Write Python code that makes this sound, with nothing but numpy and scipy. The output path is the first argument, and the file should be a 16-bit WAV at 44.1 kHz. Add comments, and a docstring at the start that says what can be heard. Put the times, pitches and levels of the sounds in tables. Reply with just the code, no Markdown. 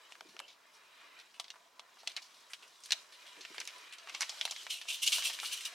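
"""Creases snap, sheet edges squeak and foil drags over paper in crackling swells, close by in a small open box.
Fingers rub steadily, the box and table knock softly, and a quiet room hisses behind.
Snaps are noise and random sheet modes through resonances; drags and rubbing are shaped crackle;
squeaks are fuzzy glides; knocks are low noise puffs. Box resonances colour the whole stereo mix."""
import sys
import numpy as np
from scipy import signal
from scipy.fft import rfft, irfft, next_fast_len
from scipy.io import wavfile
from scipy.ndimage import uniform_filter1d, map_coordinates

SR = 44100
rng = np.random.default_rng(int(sys.argv[2]) if len(sys.argv) > 2 else 0)


def transcribe(signal):
    """Save signal, clipped to [-1, 1], as a 16-bit WAV file at the path in sys.argv[1]."""
    frames = np.atleast_2d(signal).T
    limited = np.clip(frames, -1, 1)
    pcm = np.round(limited * 32767).astype(np.int16)
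    wavfile.write(sys.argv[1], SR, pcm)


def undo_db(level):
    """Turn decibels back into plain size, where 20 dB means ten times bigger."""
    steps = np.asarray(level, float) / 20
    return 10 ** steps


N = 253134  # samples

# left-right likeness of diffuse sound: (frequency [Hz], correlation [0..1])
ALIKE = [(60, 0.89), (300, 0.82), (1000, 0.55), (3000, 0.77), (12000, 0.8)]
# left-right likeness of snaps and drags, which come from one spot: (frequency [Hz], correlation [0..1])
SNAP_ALIKE = [(300, 0.91), (3000, 0.9), (12000, 0.85)]


def unit(x):
    """Scaled to rms 1."""
    return x / np.sqrt(np.mean(x ** 2) + 1e-20)


def along(points, hz):
    """(Hz, value) points interpolated on a log frequency axis."""
    f, v = np.transpose(points)
    return np.interp(np.log(hz + 1), np.log(f + 1), v)


def filtered(x, response):
    """x times a complex response of frequency."""
    m = next_fast_len(x.shape[-1] + 2048)
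    spectrum = rfft(x, m) * response(np.fft.rfftfreq(m, 1 / SR))
    return irfft(spectrum, m)[..., :x.shape[-1]]


def shaped(x, spectrum):
    """x with a (Hz, dB) spectrum, scaled to rms 1."""
    return unit(filtered(x, lambda f: undo_db(along(spectrum, f))))


def resonance(f, hz, width_hz):
    """One causal resonance, gain 1 at its centre."""
    return 1j * f * width_hz / (hz * hz - f * f + 1j * f * width_hz)


def with_bands(f, bands):
    """Flat response with (Hz, width Hz, dB) resonances added."""
    return 1 + sum((undo_db(db) - 1) * resonance(f, hz, width_hz) for hz, width_hz, db in bands)


def wobble(knots_per_s):
    """A smooth random curve through normal knots."""
    knots = rng.standard_normal(int(N * knots_per_s / SR) + 4)
    return map_coordinates(knots, [np.arange(N) * knots_per_s / SR])


def pair(length, alike=ALIKE):
    """Stereo white noise; the mid/side split sets the left-right likeness at each frequency."""
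    def mid_side(f):
        turn = np.arccos(np.clip(along(alike, f), -1, 1)) / 2
        return np.array([np.cos(turn), np.sin(turn)])
    mid, side = filtered(rng.standard_normal((2, length)), mid_side)
    return np.array([mid + side, mid - side])


def crackle(spectrum, per_s, spread_db, smooth, life_s, patchy_db, alike=ALIKE):
    """Many tiny creases of uneven size over a smooth share; narrow resonances of the bending sheet come and go."""
    z = signal.stft(pair(N, alike), nperseg=1024)[2]
    field = rng.standard_normal(z.shape[1:])
    field = uniform_filter1d(field, size=2, axis=0)  # over frequency
    field = uniform_filter1d(field, size=5, axis=1)  # over time
    noise = signal.istft(z * undo_db(patchy_db * unit(field)), nperseg=1024)[1][:, :N]

    creases = rng.random(N) < per_s / SR
    sizes = creases * undo_db(spread_db * np.minimum(rng.exponential(size=N), 3))
    decay = undo_db(-60 * np.arange(SR // 20) / SR / life_s)
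    puffs = signal.fftconvolve(sizes, decay)[:N]
    return shaped(noise * (smooth + unit(puffs)), spectrum)


def snaps():
    """A crease flips: one sharp crack sets off the sheet's chance modes all at once; scattered noise trails."""
    # single creases: (time [s], body peak [dB], pitch [Hz], t60 [s], lean [dB])
    # lean below 0: a thick, dull fold; above 0: a thin, bright one
    creases = [(.0933, -59, 2940, 0.19, -13), (.104, -52, 3500, 0.22, 1), (0.1221, -33.5, 2700, 0.037, -14),
               (0.1532, -43.5, 1500, 0.021, -8), (0.2091, -34, 1520, 0.028, 2),
               (0.208, -35.5, 3030, 0.023, 4), (0.2884, -48, 4270, 0.19, 0), (0.366, -37, 1590, 0.017, 4),
               (0.3915, -30.5, 3120, 0.033, -11), (0.4001, -32.5, 2320, 0.018, 17),
               (0.4019, -32, 1420, 0.031, 8), (0.48, -44.5, 3800, 0.21, -1),
               (0.735, -50.5, 5440, 0.23, -1.5), (1.19, -44.5, 3600, 0.055, 4),
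               (1.1988, -41.5, 3450, 0.097, 6), (1.3425, -47, 2610, 0.15, 0),
               (1.398, -25, 3420, 0.058, -24.5), (1.3986, -37.5, 9000, 0.05, 6),
               (1.443, -36.5, 3670, 0.065, 2), (1.481, -41.5, 3770, 0.063, 3),
               (1.5031, -30, 3740, 0.061, -5), (1.5402, -47, 1630, 0.062, -1),
               (1.5575, -51, 1790, 0.082, -15.5), (1.7949, -33.5, 3350, 0.051, -21.5),
               (1.9703, -53, 1510, 0.052, -8), (1.9848, -46.5, 4270, 0.24, 1),
               (2.033, -45.5, 910, 0.065, 0), (2.064, -44, 3000, 0.25, -5), (2.074, -20, 3930, 0.045, -4),
               (2.0967, -38, 3670, 0.12, 11), (2.1177, -40, 4700, 0.034, -3),
               (2.1651, -22.5, 3800, 0.058, -1), (2.1735, -30.5, 2260, 0.077, 8),
               (2.2198, -40.5, 4820, 0.18, -5), (2.338, -49, 4170, 0.27, 1),
               (2.4989, -48.5, 1990, 0.21, 7.5), (2.534, -28, 3230, 0.057, 15.5),
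               (2.6248, -44.5, 2620, 0.16, 2), (2.678, -47, 5500, 0.13, -2), (2.804, -51, 5380, 0.1, 6),
               (2.8369, -36.5, 5900, 0.15, -1), (2.8584, -34.5, 4560, 0.048, 16),
               (2.892, -48, 1800, 0.018, 3), (2.9066, -21, 4200, 0.044, -5),
               (2.9093, -27.5, 2300, 0.032, -4), (2.9202, -11, 4240, 0.034, 11),
               (2.9224, -24, 2820, 0.053, 0), (2.9256, -18.5, 3800, 0.032, -13),
               (2.9306, -21, 3870, 0.036, 4), (2.939, -44, 3500, 0.057, 0), (3.1229, -43, 3700, 0.2, 4.5),
               (3.265, -43, 3300, 0.2, 3), (3.4085, -37, 4080, 0.15, -4), (3.4505, -30, 2680, 0.043, -3),
               (3.545, -39, 2210, 0.088, 8), (3.562, -43, 1820, 0.046, 9), (3.5815, -28.5, 2370, 0.04, 3),
               (3.6015, -26, 6100, 0.037, 4), (3.605, -30.5, 3000, 0.09, 0), (3.614, -30, 2300, 0.056, 5),
               (3.653, -36, 6200, 0.019, -2), (3.675, -27, 5900, 0.026, 0), (3.677, -35.5, 3000, 0.14, 7),
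               (3.7823, -39.5, 4200, 0.059, 10), (3.925, -36.5, 2970, 0.13, 12),
               (3.9841, -38.5, 4080, 0.09, -5), (4.0734, -34, 1860, 0.053, -15),
               (4.0862, -38, 2680, 0.18, -13), (4.0956, -29.5, 2490, 0.036, 14),
               (4.1411, -36, 3000, 0.2, -12), (4.1486, -24, 3000, 0.05, -22),
               (4.2075, -19.5, 5860, 0.046, -21), (4.2084, -25.5, 1780, 0.06, 0),
               (4.218, -22, 4900, 0.09, -21), (4.219, -26, 2200, .07, 16), (4.2245, -35, 3600, 0.064, -3),
               (4.2308, -23, 2350, 0.077, -16), (4.294, -26, 4530, 0.087, -19), (4.325, -41, 900, 0.13, -6),
               (4.4117, -18.5, 2980, 0.063, -6), (4.4525, -19, 3870, 0.053, 24.5),
               (4.453, -36, 920, 0.08, -5), (4.477, -33, 2210, 0.04, -19), (4.5105, -23, 5900, 0.047, -19),
               (4.52, -27.5, 3180, 0.056, -19), (4.563, -29.5, 3500, 0.051, 3),
               (4.6666, -30, 2430, 0.045, -18.5), (4.814, -32, 3270, .076, 12),
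               (4.8545, -43, 2740, 0.043, -17.5), (5.121, -44.5, 1240, 0.18, 9),
               (5.1837, -28, 1390, 0.067, -5), (5.223, -26.5, 3130, 0.067, 2),
               (5.2982, -28, 2820, 0.097, -15), (5.3886, -29, 2450, 0.074, 12), (5.4, -24, 3900, 0.026, 1),
               (5.4318, -33.5, 1400, 0.06, -5), (5.455, -27.5, 4370, 0.15, 2),
               (5.608, -35, 3380, 0.15, 19.5)]
    plain_db, narrowing = -38, 0.83  # low and treble parts lose narrowing dB per dB above plain
    out, t = np.zeros((2, N + SR)), np.arange(SR // 6) / SR
    for s, db, hz, t60, lean_db in creases:
        spill_db = -narrowing * (db - plain_db)
        low_db = -24.5 + spill_db - lean_db  # both relative to the body
        top_db = -15 + spill_db + lean_db

        place, strength, life = rng.random((3, 40, 1))
        mode_hz = 600 * np.exp(2.9 * place)
        mode_t60 = t60 * (.65 + .45 * life)
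        modes = undo_db(4.13 * strength - 60 * t / mode_t60) * np.sin(2 * np.pi * mode_hz * t)

        noise = pair(len(t), SNAP_ALIKE) * (1 - np.exp(-t / 0.000057))
        # the fold goes on giving way in jerks
        jerks = map_coordinates(rng.standard_normal(64), [t * 280])
        slips = undo_db(2.5 * (1 - np.exp(-t / .004)) * jerks)
        sharp = np.exp(-(t60 / 0.21) ** 3)  # long, slow folds start softly
        ring = 0.094 * modes.sum(axis=0) + noise * slips * undo_db(-60 * t / t60)
        ring *= sharp + (1 - sharp) * (1 - np.exp(-t / 0.0086))
        crack = sharp * noise * undo_db(-60 * t / 0.0074)

        def fold(f):
            one_mode = 2 + resonance(f, hz, 0.1 * hz)  # one mode stands out
            skirt = (1 + 1j * f / (4.47 * hz)) ** 2  # the ring loses everything far above its pitch
            return resonance(f, hz, 1.15 * hz) ** 2 * one_mode / skirt

        body = filtered(ring, fold)
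        body += 3.12 * filtered(crack, lambda f: resonance(f, np.sqrt(3400 * hz), 5900) ** 3)
        low = filtered(ring + crack, lambda f: resonance(f, 1160, 1070) ** 2)
        top = filtered(ring + crack, lambda f: resonance(f, 8570, 4900) ** 2)
        thud = filtered(crack.mean(axis=0), lambda f: resonance(f, 92, 170) ** 2)  # nudges the box
        body, low, top, thud = [part / np.abs(part).max() for part in (body, low, top, thud)]
        snap = body + undo_db(low_db) * low + undo_db(top_db) * top + undo_db(-58.5) * thud
        start = round(s * SR)
        out[:, start:start + len(t)] += undo_db(db) * snap
    # paper passes little of the very top
    return filtered(out[:, :N], lambda f: 1 / (1 + (f / 11500) ** 4))


def drags():
    """Foil slides on paper: crackle that swells and dies with each pull."""
    # pulls: (time [s], nominal peak [dB], rise constant [s], t60 [s], treble re body [dB])
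    pulls = [(4.705, -20.5, 0.0036, 0.17, -10), (4.7244, -30, 0.0033, 0.42, -9.5),
             (4.886, -20, 0.0041, .27, -16), (4.9044, -25, 0.01, 0.2, -10), (4.9444, -24, 0.019, 0.11, -5),
             (5.0214, -25, 0.0026, 0.17, -5), (5.033, -13.5, .005, 0.092, -6),
             (5.065, -16, 0.0037, 0.2, -6), (5.078, -8.5, 0.0049, 0.039, -19),
             (5.121, -13.5, 0.00096, 0.24, -9), (5.1297, -14, 0.0027, 0.07, -21),
             (5.1504, -23, 0.011, 0.26, -3), (5.1814, -20.5, 0.00091, 0.098, -10),
             (5.25, -15.5, 0.0073, 0.14, -5), (5.2744, -23, 0.013, 0.1, -2.5),
             (5.3324, -27.5, 0.0026, 0.14, -8), (5.4584, -24, 0.031, 0.19, -3.5),
             (5.5275, -17, 0.0074, 0.11, -7), (5.5744, -27, 0.011, 0.12, -6.5),
             (5.653, -19.5, 0.0022, 0.091, -8)]
    # body of the foil crackle: (frequency [Hz], level per Hz [dB])
    foil_spectrum = [(300, -50), (700, -42), (1300, -27.5), (1900, -25.5), (2300, -7), (2600, -4.5),
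                     (2900, 3), (3500, -2), (4200, -3.5), (4800, -9.5), (7500, -11.5), (9750, -22),
                     (16500, -120)]
    # its treble: (frequency [Hz], level per Hz [dB])
    treble_spectrum = [(3530, -28.5), (6000, -1.5), (6520, -11), (8580, -1.5), (11100, -6), (15000, -15),
                       (16200, -26)]
    crest_db = 12  # crackle peaks over rms
    body_power, top_power, t = np.zeros(N), np.zeros(N), np.arange(N) / SR
    for s, db, rise_s, t60, top_db in pulls:
        rise = 1 / (np.exp(np.clip((s - t) / rise_s, -50, 50)) + 1) ** 2
        fall = undo_db(-120 * np.clip(t - s, 0, None) / t60)
        swell = undo_db(2 * (db - crest_db)) * rise * fall  # powers add
        body_power += swell
        top_power += swell * undo_db(2 * top_db)
    body = crackle(foil_spectrum, per_s=700, spread_db=3, smooth=2.2, life_s=0.006, patchy_db=3.5,
                   alike=SNAP_ALIKE)
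    top = crackle(treble_spectrum, per_s=2300, spread_db=6.0, smooth=0.88, life_s=0.024, patchy_db=3.0,
                  alike=SNAP_ALIKE)
    return np.sqrt(body_power) * body + np.sqrt(top_power) * top


def rub():
    """Skin and paper rub quietly all the time, almost smoothly; the pressure wavers."""
    # rubbing of fingers and sheets: (time [s], pressure as level [dB], brightness [dB])
    course = [(0, -64, -1), (.35, -68, 2.5), (.55, -70.5, 1), (.94, -64.5, -2.5), (1.2, -63, -4),
              (1.34, -70.5, 4), (1.82, -72, 2), (2.1, -65, 1.5), (2.81, -68, 5.5), (2.94, -55.5, 0.5),
              (3.07, -66, 2), (3.26, -60, -1), (3.68, -56.5, 1), (3.97, -61, -4), (4.12, -59.5, 3.5),
              (4.3, -53, 1), (4.62, -56, 5.5), (4.8, -65, 2.5), (4.99, -55.5, 4), (5.28, -46.5, 6),
              (5.4, -54, 2), (5.63, -51, 3.5), (5.74, -53, -1)]
    # low rub: (frequency [Hz], level per Hz [dB])
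    low_spectrum = [(150, -75), (250, -18.5), (662, -5.5), (823, -12.5), (1010, -2.5), (1760, -6.5),
                    (2000, -8.5), (2600, -15.5), (4400, -120)]
    # middle rub: (frequency [Hz], level per Hz [dB])
    mid_spectrum = [(760, -30.5), (1300, -3), (1920, 2.5), (2540, -1.5), (2900, 4), (4890, -2.5),
                    (7000, -27), (9100, -38), (15400, -120)]
    # treble rub: (frequency [Hz], level per Hz [dB])
    top_spectrum = [(2940, -59), (5000, -8.5), (5840, -10.5), (7560, -12), (12500, -24), (16000, -37)]
    # finest, smooth hiss of sliding skin: (frequency [Hz], level per Hz [dB])
    air_spectrum = [(5000, -40), (8000, -2), (12000, 5), (15900, -9)]
    # bands that a flat finger sings in: (frequency [Hz], width [Hz], gain [dB])
    skin = [(980, 130, 10), (1920, 52, -4.5), (2420, 90, 9), (3900, 160, 4)]
    s, *levels = np.transpose(course)
    mid_db, bright_db = [np.interp(np.arange(N) / SR, s, column) for column in levels]
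    over_rest_db = mid_db + 59
    low_db = -65 + 0.37 * over_rest_db  # swings less than the pressure
    top_db = mid_db - 5 + 0.9 * bright_db
    air_db = -79.5 + 0.55 * over_rest_db
    press = wobble(22.08)

    low = crackle(low_spectrum, per_s=470, spread_db=5.0, smooth=4.9, life_s=0.0055, patchy_db=3)
    low *= undo_db(low_db + .5 * press + 2.1 * wobble(11))
    mid = crackle(mid_spectrum, per_s=250, spread_db=2.5, smooth=3.5, life_s=.025, patchy_db=3)
    mid *= undo_db(mid_db + .8 * press)

    def below(f):
        return 1 / (1 + (f / 3200) ** 6)

    # a flatter finger rubs lower
    dull = filtered(mid, lambda f: below(f) + with_bands(f, skin) - 1)
    bright = filtered(mid, lambda f: 1 - below(f))
    mid = undo_db(-bright_db) * dull + undo_db(bright_db) * bright
    top = crackle(top_spectrum, per_s=150, spread_db=3, smooth=4.5, life_s=.025, patchy_db=2.5)
    top *= undo_db(top_db + .7 * press)
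    air = undo_db(air_db) * shaped(pair(N), air_spectrum)
    return low + mid + top + air


def squeaks():
    """A narrow, fuzzy tone that glides while a sheet edge slides."""
    # thin squeaks: (start [s], end [s], first pitch [Hz], last pitch [Hz], level [dB])
    slides = [(0.403, 0.474, 2820, 2980, -55.5), (4.475, 4.513, 4000, 4180, -53),
              (4.491, 4.519, 2730, 3400, -46.5), (4.541, 4.635, 3250, 3190, -50)]
    out = np.zeros(N)
    for start, end, first_hz, last_hz, db in slides:
        a, b = round(start * SR), round(end * SR)
        phase = 2 * np.pi * np.cumsum(np.linspace(first_hz, last_hz, b - a)) / SR
        tone = wobble(550)[a:b] * np.sin(phase) + wobble(550)[a:b] * np.cos(phase)
        out[a:b] += undo_db(db) * np.sqrt(np.hanning(b - a)) * tone
    return out


def knocks():
    """Dull, soft bumps on box and table: a puff of low noise round each pitch, with a weak push near 335 Hz."""
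    # bumps: (time [s], peak [dB], pitch [Hz], t60 [s])
    bumps = [(0.213, -54, 500, 0.062), (0.248, -54.5, 316, 0.16), (0.284, -63, 221, 0.17),
             (0.222, -61, 620, 0.054), (0.341, -56, 380, 0.14), (.395, -55.5, 530, 0.35),
             (2.074, -50.5, 690, 0.15), (2.624, -63, 410, 0.11), (2.92, -50, 716, 0.13),
             (3.367, -54.5, 384, 0.25), (3.501, -52, 380, 0.17), (3.571, -54.5, 408, 0.3),
             (4.121, -63, 286, 0.11), (5.124, -64, 470, 0.4), (5.42, -60, 383, 0.24)]
    out, t = np.zeros((2, N + SR)), np.arange(SR // 5) / SR
    for s, db, hz, t60 in bumps:
        puff = pair(len(t)) * undo_db(-60 * t / t60) * (1 - np.exp(-t / 0.00086))
        bump = filtered(puff, lambda f: resonance(f, hz, 0.65 * hz) ** 2 + 0.11 * resonance(f, 335, 200) ** 2)
        start = round(s * SR)
        out[:, start:start + len(t)] += undo_db(db) * bump / np.abs(bump).max()
    return out[:, :N]


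def walls(x):
    """The room's answer: a noise tail in which each frequency dies at its own speed."""
    # room decay: (frequency [Hz], t60 [s])
    decay = [(300, 0.94), (2000, 0.2), (10000, 0.36)]
    hz, t, z = signal.stft(rng.standard_normal((2, SR // 3)), SR, nperseg=256)
    tail = signal.istft(z * undo_db(-60 * t / along(decay, hz)[:, None]), SR, nperseg=256)[1]
    late = np.pad(x, ((0, 0), (300, 0)))  # delay in samples
    return signal.fftconvolve(late, tail / np.linalg.norm(tail[0]), axes=1)[:, :N]


def room_hiss():
    """Steady shaped noise of the quiet room."""
    # room noise: (frequency [Hz], level per Hz [dB])
    hiss_spectrum = [(15, -68), (25, -34.5), (223, -13), (394, -8), (531, -12.5), (607, -11.5), (775, -8),
                     (988, 1.5), (1520, -23), (2480, -13.5), (6210, -33), (14000, -26.5), (16000, -24)]
    return undo_db(-72.5) * shaped(pair(N), hiss_spectrum)


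def box(x):
    """Air in and round the box adds resonances to the sound."""
    # air resonances: (frequency [Hz], width [Hz], gain [dB])
    air_modes = [(678, 27, 4), (979, 16, 3.5), (1150, 29, 2), (2204, 86, 1.5), (2666, 42, 1), (3023, 27, 0),
                 (3400, 30, -3), (3670, 57, -0.5), (4080, 30, 0.5), (5850, 220, 3.5)]
    return filtered(x, lambda f: with_bands(f, air_modes))


def scene():
    """Near sounds with their room answer, rubbing and hiss, all through the air of the box."""
    near = snaps() + drags() + squeaks() + knocks()
    return box(near + undo_db(-17.5) * walls(near) + rub() + room_hiss())


def top_cut(x):
    """Nothing passes above the cut-off."""
    return signal.sosfilt(signal.butter(12, 16500, fs=SR, output="sos"), x)


def record(dry):
    """Band limit at 16 kHz, then the finished mix."""
    mix = filtered(dry, lambda f: f < 16000)
    return top_cut(mix)


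dry = scene()
out = record(dry)
transcribe(out)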